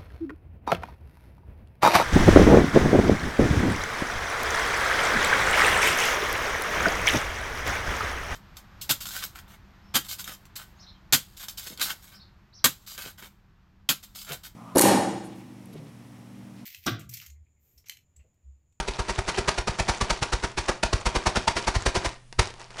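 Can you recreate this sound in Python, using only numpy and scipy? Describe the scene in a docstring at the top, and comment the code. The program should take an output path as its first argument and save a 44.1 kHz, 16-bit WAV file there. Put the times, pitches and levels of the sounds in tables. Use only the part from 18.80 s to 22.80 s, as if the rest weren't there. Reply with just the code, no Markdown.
"""A fist hammers a plastic packet of dry noodles, about ten blows a second, and ends with one slap.
Each blow crushes film and noodles in a dense burst of cracks with a hollow knock, then bottoms out on
the countertop with a thud. The film crinkles back as the hand lifts; at the end it rustles and snaps
under the resting palm. One microphone, close to the counter in a small quiet kitchen with a faint hum."""
import sys
import numpy as np
from scipy import signal
from scipy.fft import rfft, irfft
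from scipy.io import wavfile

SR = 44100
rng = np.random.default_rng(int(sys.argv[2]) if len(sys.argv) > 2 else 0)


def master(y):
    """Save y as 16-bit WAV."""
    cut = np.clip(np.atleast_2d(y).T, -1, 1)
    pcm = np.round(cut * 32767)  # scale
    wavfile.write(sys.argv[1], SR, pcm.astype(np.int16))


N = 176400
T = np.arange(N) / SR


def from_db(db):
    """Decibels to gain."""
    return 10 ** (np.asarray(db) / 20)


def colour(x, spectrum, resonances=()):
    """Causal filter of unit power gain that follows a spectrum with resonant bumps."""
    size = 8192
    hz = np.maximum(np.arange(size // 2 + 1) * SR / size, 1)
    points_hz, points_db = np.transpose(spectrum)
    db = np.interp(np.log(hz), np.log(points_hz), points_db)
    for centre, width, lift in resonances:
        db += lift / (1 + (2 * (hz - centre) / width) ** 2)
    cepstrum = irfft(np.log(from_db(db)))
    cepstrum[1:size // 2] *= 2  # fold to minimum phase
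    cepstrum[size // 2 + 1:] = 0
    response = irfft(np.exp(rfft(cepstrum)))
    return signal.fftconvolve(x, response / np.linalg.norm(response))[:N]


def swell(centre, rise, fall, shape=2):
    """A hump of height 1 with its own rise and fall times in seconds."""
    hump = np.zeros(N)
    span = slice(*np.searchsorted(T, [centre - 10 * rise, centre + 10 * fall]))
    t = T[span] - centre
    hump[span] = np.exp(-np.abs(t / np.where(t < 0, rise, fall)) ** shape)
    return hump


def cracks(per_s, spread_db):
    """Random clicks, many small and a few large; rms 1."""
    sizes = from_db(spread_db * np.minimum(rng.exponential(1, N), 5))
    clicks = sizes * rng.choice([-1, 1], N) * (rng.random(N) < per_s / SR)
    return clicks / np.std(clicks)


def scatter(clicks, t60_s=0.03, trail_db=-3):
    """Early reflections from the counter and nearby surfaces give each click a short diffuse trail."""
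    decay = np.exp(-2 * np.log(1000) / (t60_s * SR))
    trail_power = signal.lfilter([1 - decay], [1, -decay], clicks ** 2 + 1e-18)
    trail = rng.standard_normal(N) * np.sqrt(trail_power)
    gain = from_db(trail_db)
    return (clicks + gain * trail) / np.hypot(1, gain)


# The kitchen's air at the microphone: (frequency [Hz], relative level [dB])
AIR_SPECTRUM = [(25, 36.5), (60, 2.5), (150, 20), (300, 7.5), (1000, 2.5), (3000, -1), (8000, -4),
                (10200, -3.5), (11500, -22)]
def room_tone(air_db=-51.5, hum_hz=121, hum_db=-56.5):
    """Low room noise and a faint steady hum lie under everything from the start."""
    air = from_db(air_db) * colour(rng.standard_normal(N), AIR_SPECTRUM)
    hum = from_db(hum_db) * np.sqrt(2) * np.sin(2 * np.pi * hum_hz * T)
    return air + hum


# Cracking film, heard close: (frequency [Hz], relative level [dB])
FILM_SPECTRUM = [(200, 1), (700, 5.5), (1400, 0), (2200, 1.5), (3400, -1.5), (5300, 0.5), (7500, -7.5),
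                 (10200, -12.5), (11200, -29), (12200, -19)]
# The crushed noodle block inside the packet: (frequency [Hz], relative level [dB])
BLOCK_SPECTRUM = [(90, -3.5), (190, 3), (260, -4), (400, 0), (750, -3.5), (1300, -2), (1800, -10),
                  (4000, -48.5)]
# Resonances of the packet and the counter under it: (frequency [Hz], width [Hz], lift [dB])
PACKET_MODES = [(387.5, 58, 5.5), (573, 34, 0.5), (653, 25, 3), (923, 187, 3.5), (1030, 67, 0),
                (1410, 51, 4), (1874, 310, 2.5), (2435, 260, 2.5), (5060, 120, -8)]
# Blows on the countertop, close to the microphone; levels are relative within each column:
# (time [s], crunch level [dB], block over film [dB], crunch length [s], crinkle level [dB],
#  knock pitch [Hz], knock level [dB], thud delay [s], thud level [dB], thud contact [s])
FIST_BLOWS = [(0.0021, -26, 1.7, 0.011, -40.5, 760, -19, 0.0066, -20, 0.0094),
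              (0.0857, -25, -5.5, 0.012, -34.5, 872, -24, 0.0093, -17.5, 0.0082),
              (0.197, -25.5, 1.5, 0.013, -40, 398, -22, 0.0037, -14, 0.0056),
              (0.296, -25, -3, 0.023, -35, 930, -19, 0.009, -18.5, 0.0079),
              (0.389, -26, 1.5, 0.013, -40.5, 377, -32, 0.00011, -11.5, 0.0038),
              (0.4895, -22, -2.9, 0.019, -33, 1136, -22, -0.0065, -22, 0.0051),
              (0.5847, -21.5, 0.5, 0.013, -36.5, 380.3, -17, 0.0077, -15.5, 0.0042),
              (0.6862, -18.5, -2.5, 0.011, -37.6, 974, -21.1, 0.0017, -15.5, 0.0021),
              (0.7844, -21.5, -1, 0.01, -55, 1280, -34, 0.007, -13.5, 0.0057),
              (0.881, -20.5, -0.3, 0.011, -35.5, 867, -28, 0.014, -13.5, 0.0027),
              (0.9991, -21, -3.5, 0.015, -37.5, 360, -20, 0.006, -12.5, 0.0045),
              (1.092, -19, 0, 0.013, -32.5, 940, -20, 0.0087, -14, 0.0049),
              (1.216, -20, -4, 0.012, -35, 1154, -18, 0.0084, -12, 0.0043),
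              (1.3066, -19.5, -1.1, 0.012, -35.5, 1303, -20, 0.012, -14.5, 0.0094),
              (1.4294, -21, -3.7, 0.014, -38.5, 1400, -23, -0.0066, -16, 0.0027),
              (1.5323, -20.5, -1.7, 0.012, -38.5, 1330, -21, 0.0086, -10.5, 0.0065),
              (1.6422, -25, 0.5, 0.018, -41, 1458, -21, 0.000072, -15, 0.0043),
              (1.7844, -21.5, -4, 0.014, -35.5, 394.4, -30, 0.0089, -17, 0.0044),
              (1.8916, -20.5, 1.7, 0.014, -41, 521, -17, 0.00039, -16, 0.0065),
              (2.0349, -16.5, -5, 0.0067, -40.9, 615, -35, 0.013, -14.5, 0.0068),
              (2.1336, -18.5, -3.3, 0.0075, -35.5, 1077, -15, 0.0079, -7, 0.0045),
              (2.2662, -20.3, -0.7, 0.014, -36.5, 964, -20, 0.0048, -10.5, 0.0065),
              (2.361, -21, 0, 0.016, -37.5, 872, -19.7, 0.0052, -12, 0.0075),
              (2.47, -16.5, -1.3, 0.013, -41, 900, -19.2, 0.0028, -14, 0.0046),
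              (2.566, -20.5, -2, 0.017, -36, 1320, -19.5, 0.0083, -9, 0.002),
              (2.6819, -15.5, -5, 0.0089, -57, 899, -8.5, 0.0057, -15.5, 0.0029),
              (2.7708, -24, -3.8, 0.032, -34.5, 373.4, -21, -0.0061, -22.6, 0.0054),
              (2.8816, -19.5, -4.3, 0.015, -37, 879, -15, 0.0031, -13, 0.0057),
              (2.9565, -24, -4.7, 0.018, -34, 1039, -19, 0.009, -7.5, 0.0038),
              (3.066, -16.5, -5, 0.011, -41, 545, -15.5, 0.0092, -10, 0.0056),
              (3.1618, -20.5, -3.5, 0.021, -34, 382, -18, 0.012, -13.5, 0.0031),
              (3.2568, -22.5, -3.5, 0.017, -41, 601, -23, 0.012, -16, 0.0054),
              (3.5955, -15, -8.5, 0.0086, -35, 1287, -18, 0.00023, -5, 0.0036)]
def crunch(typical_blow_db=-20, longest_rise_s=0.012):
    """Film and noodles crack ever harder as the fist sinks in; hard blows peak in a sharp smack."""
    film_power, block_power = np.zeros(N), np.zeros(N)
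    for time, db, block_db, length, *_ in FIST_BLOWS:
        crush = swell(time, min(0.7 * length, longest_rise_s), 0.72 * length, shape=1.98)
        crumbs = from_db(-13.5) * swell(time + 0.021, 0.019, 0.019)  # they shift after the blow
        smack = from_db(-3.5 + 0.69 * (db - typical_blow_db)) * swell(time, 0.0027, 0.0027)
        power = crush ** 2 + crumbs ** 2
        film_power += (power + smack ** 2) * from_db(db) ** 2
        block_power += power * from_db(db + block_db) ** 2
    sound = np.zeros(N)
    for power, spectrum in (film_power, FILM_SPECTRUM), (block_power, BLOCK_SPECTRUM):
        clicks = cracks(per_s=6000, spread_db=3) * np.sqrt(power)
        sound += colour(scatter(clicks), spectrum, PACKET_MODES)
    return from_db(-2) * sound


def knocks(lead_s=0.0024):
    """The noodle block gives a short hollow knock; its pitch depends on where the fist lands."""
    sound = np.zeros(N)
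    for time, _, _, _, _, hz, db, *_ in FIST_BLOWS:
        envelope = swell(time - lead_s, rise=0.0026, fall=0.0056, shape=1)
        sound += from_db(db) * envelope * np.sin(2 * np.pi * (hz * T + rng.random()))
    return from_db(-4.5) * sound


def counter_ring(push, hz=101.6, t60_s=0.11):
    """The countertop rings in one low, damped mode."""
    radius = from_db(-60 / (t60_s * SR))
    w = 2 * np.pi * hz / SR
    return signal.lfilter([w, -w], [1, -2 * radius * np.cos(w), radius ** 2], push)


def thuds(swing_hz=36.7, suck_lead_s=0.012):
    """The fist bottoms out: a soft push that swings back and sets the counter ringing."""
    push = np.zeros(N)
    for time, *_, delay, db, contact in FIST_BLOWS:
        landing, width = time + delay, 0.62 * contact
        # a small swing of the other sign comes first
        suck = 0.11 * swell(landing - suck_lead_s, 0.96 * width, 0.96 * width)
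        push += from_db(db - 4) * (swell(landing, width, width) - suck)
    w = 2 * np.pi * swing_hz
    highpass = signal.bilinear([1, 0, 0], [1, w, w * w], SR)  # Q of 1
    return signal.lfilter(*highpass, push) + from_db(-19) * counter_ring(push)


def packet(clicks, block_db):
    """Clicks of the film, with some of the block ringing along."""
    film = colour(clicks, FILM_SPECTRUM, PACKET_MODES)
    block = colour(clicks, BLOCK_SPECTRUM, PACKET_MODES)
    return film + from_db(block_db) * block


def creases(clicks, low_hz=784, high_hz=6960, t60_cycles=11.5, top_hz=9100):
    """Each click briefly rings one of twenty folds of film, low-passed for the microphone's dull top."""
    pitches = np.geomspace(low_hz, high_hz, 20)
    fold_of_click = rng.integers(0, len(pitches), N)
    rings = np.zeros(N)
    for fold, hz in enumerate(pitches):
        w = 2 * np.pi * hz / SR
        radius = from_db(-60 * hz / (t60_cycles * SR))
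        kicks = clicks * (fold_of_click == fold) + 1e-18
        ring = signal.lfilter([0, np.sin(w)], [1, -2 * radius * np.cos(w), radius ** 2], kicks)
        rings += 2 * np.sqrt(hz / SR) * ring  # equal energy at every pitch
    return signal.sosfilt(signal.butter(6, top_hz, fs=SR, output="sos"), rings)


# Close rustle as the palm settles on the packet and presses: (time [s], relative level [dB])
PALM_PRESS = [(3.70, -65), (3.81, -48), (3.88, -55.5), (3.95, -50), (4.0, -35)]
def crinkle(lift_delay_s=0.063, lift_s=0.033):
    """The film springs back after each blow and rustles under the resting palm, crease by crease."""
    press_times, press_db = np.transpose(PALM_PRESS)
    level = from_db(np.interp(T, press_times, press_db)) * (T > press_times[0])
    for time, _, _, _, crinkle_db, *_ in FIST_BLOWS:
        level += from_db(crinkle_db - 5) * swell(time + lift_delay_s, lift_s, lift_s)
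    clicks = level * cracks(per_s=2200, spread_db=3.5)
    rings = from_db(-3) * creases(clicks)
    return rings + 0.5 * packet(scatter(clicks), block_db=-5.5)


# Lone snaps of the film, close to the microphone: (time [s], relative level [dB])
FILM_SNAPS = [(0.6912, -3.5), (.744, -24), (1.139, -27), (3.292, -21), (3.5268, -22), (3.705, -24),
              (3.740, -29), (3.805, -28), (3.816, -25.5), (3.906, -29.5), (3.985, -23), (3.993, -22)]
def snaps():
    """Single creases flip over, each with one click."""
    clicks = np.zeros(N)
    for time, db in FILM_SNAPS:
        clicks[int(time * SR)] = from_db(db + 8)
    return packet(scatter(clicks), block_db=-24)


def kitchen_reverb(sound, t60_s=0.34, onset_s=0.0031, band_hz=(111, 7350)):
    """Dense reflections build up quickly and die away, a little dull and with little deep bass."""
    t = T[:SR]
    build_up = 1 - np.exp(-(t / onset_s) ** 2)
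    tail = rng.standard_normal(SR) * from_db(-60 * t / t60_s) * build_up
    tail = signal.lfilter(*signal.butter(1, band_hz, "band", fs=SR), tail / np.linalg.norm(tail))
    return signal.fftconvolve(sound, tail)[:N]


def scene():
    """Packet and counter close by, with the kitchen's reflections, air and hum behind them; mono."""
    near = crunch() + knocks() + thuds() + crinkle() + snaps()
    return (near + from_db(-10) * kitchen_reverb(near) + room_tone())[None]


def record(dry, ceiling=0.9, mic_top_hz=11280, cutoff_hz=12150):
    """The highest peaks are rounded, the microphone rolls off and the top is cut steeply."""
    rounded = ceiling * np.tanh(dry / ceiling)
    rolled = signal.sosfilt(signal.butter(10, mic_top_hz, fs=SR, output="sos"), rounded)
    return signal.sosfilt(signal.ellip(10, 0.2, 80, cutoff_hz, fs=SR, output="sos"), rolled)


dry = scene()
out = record(dry)
master(out)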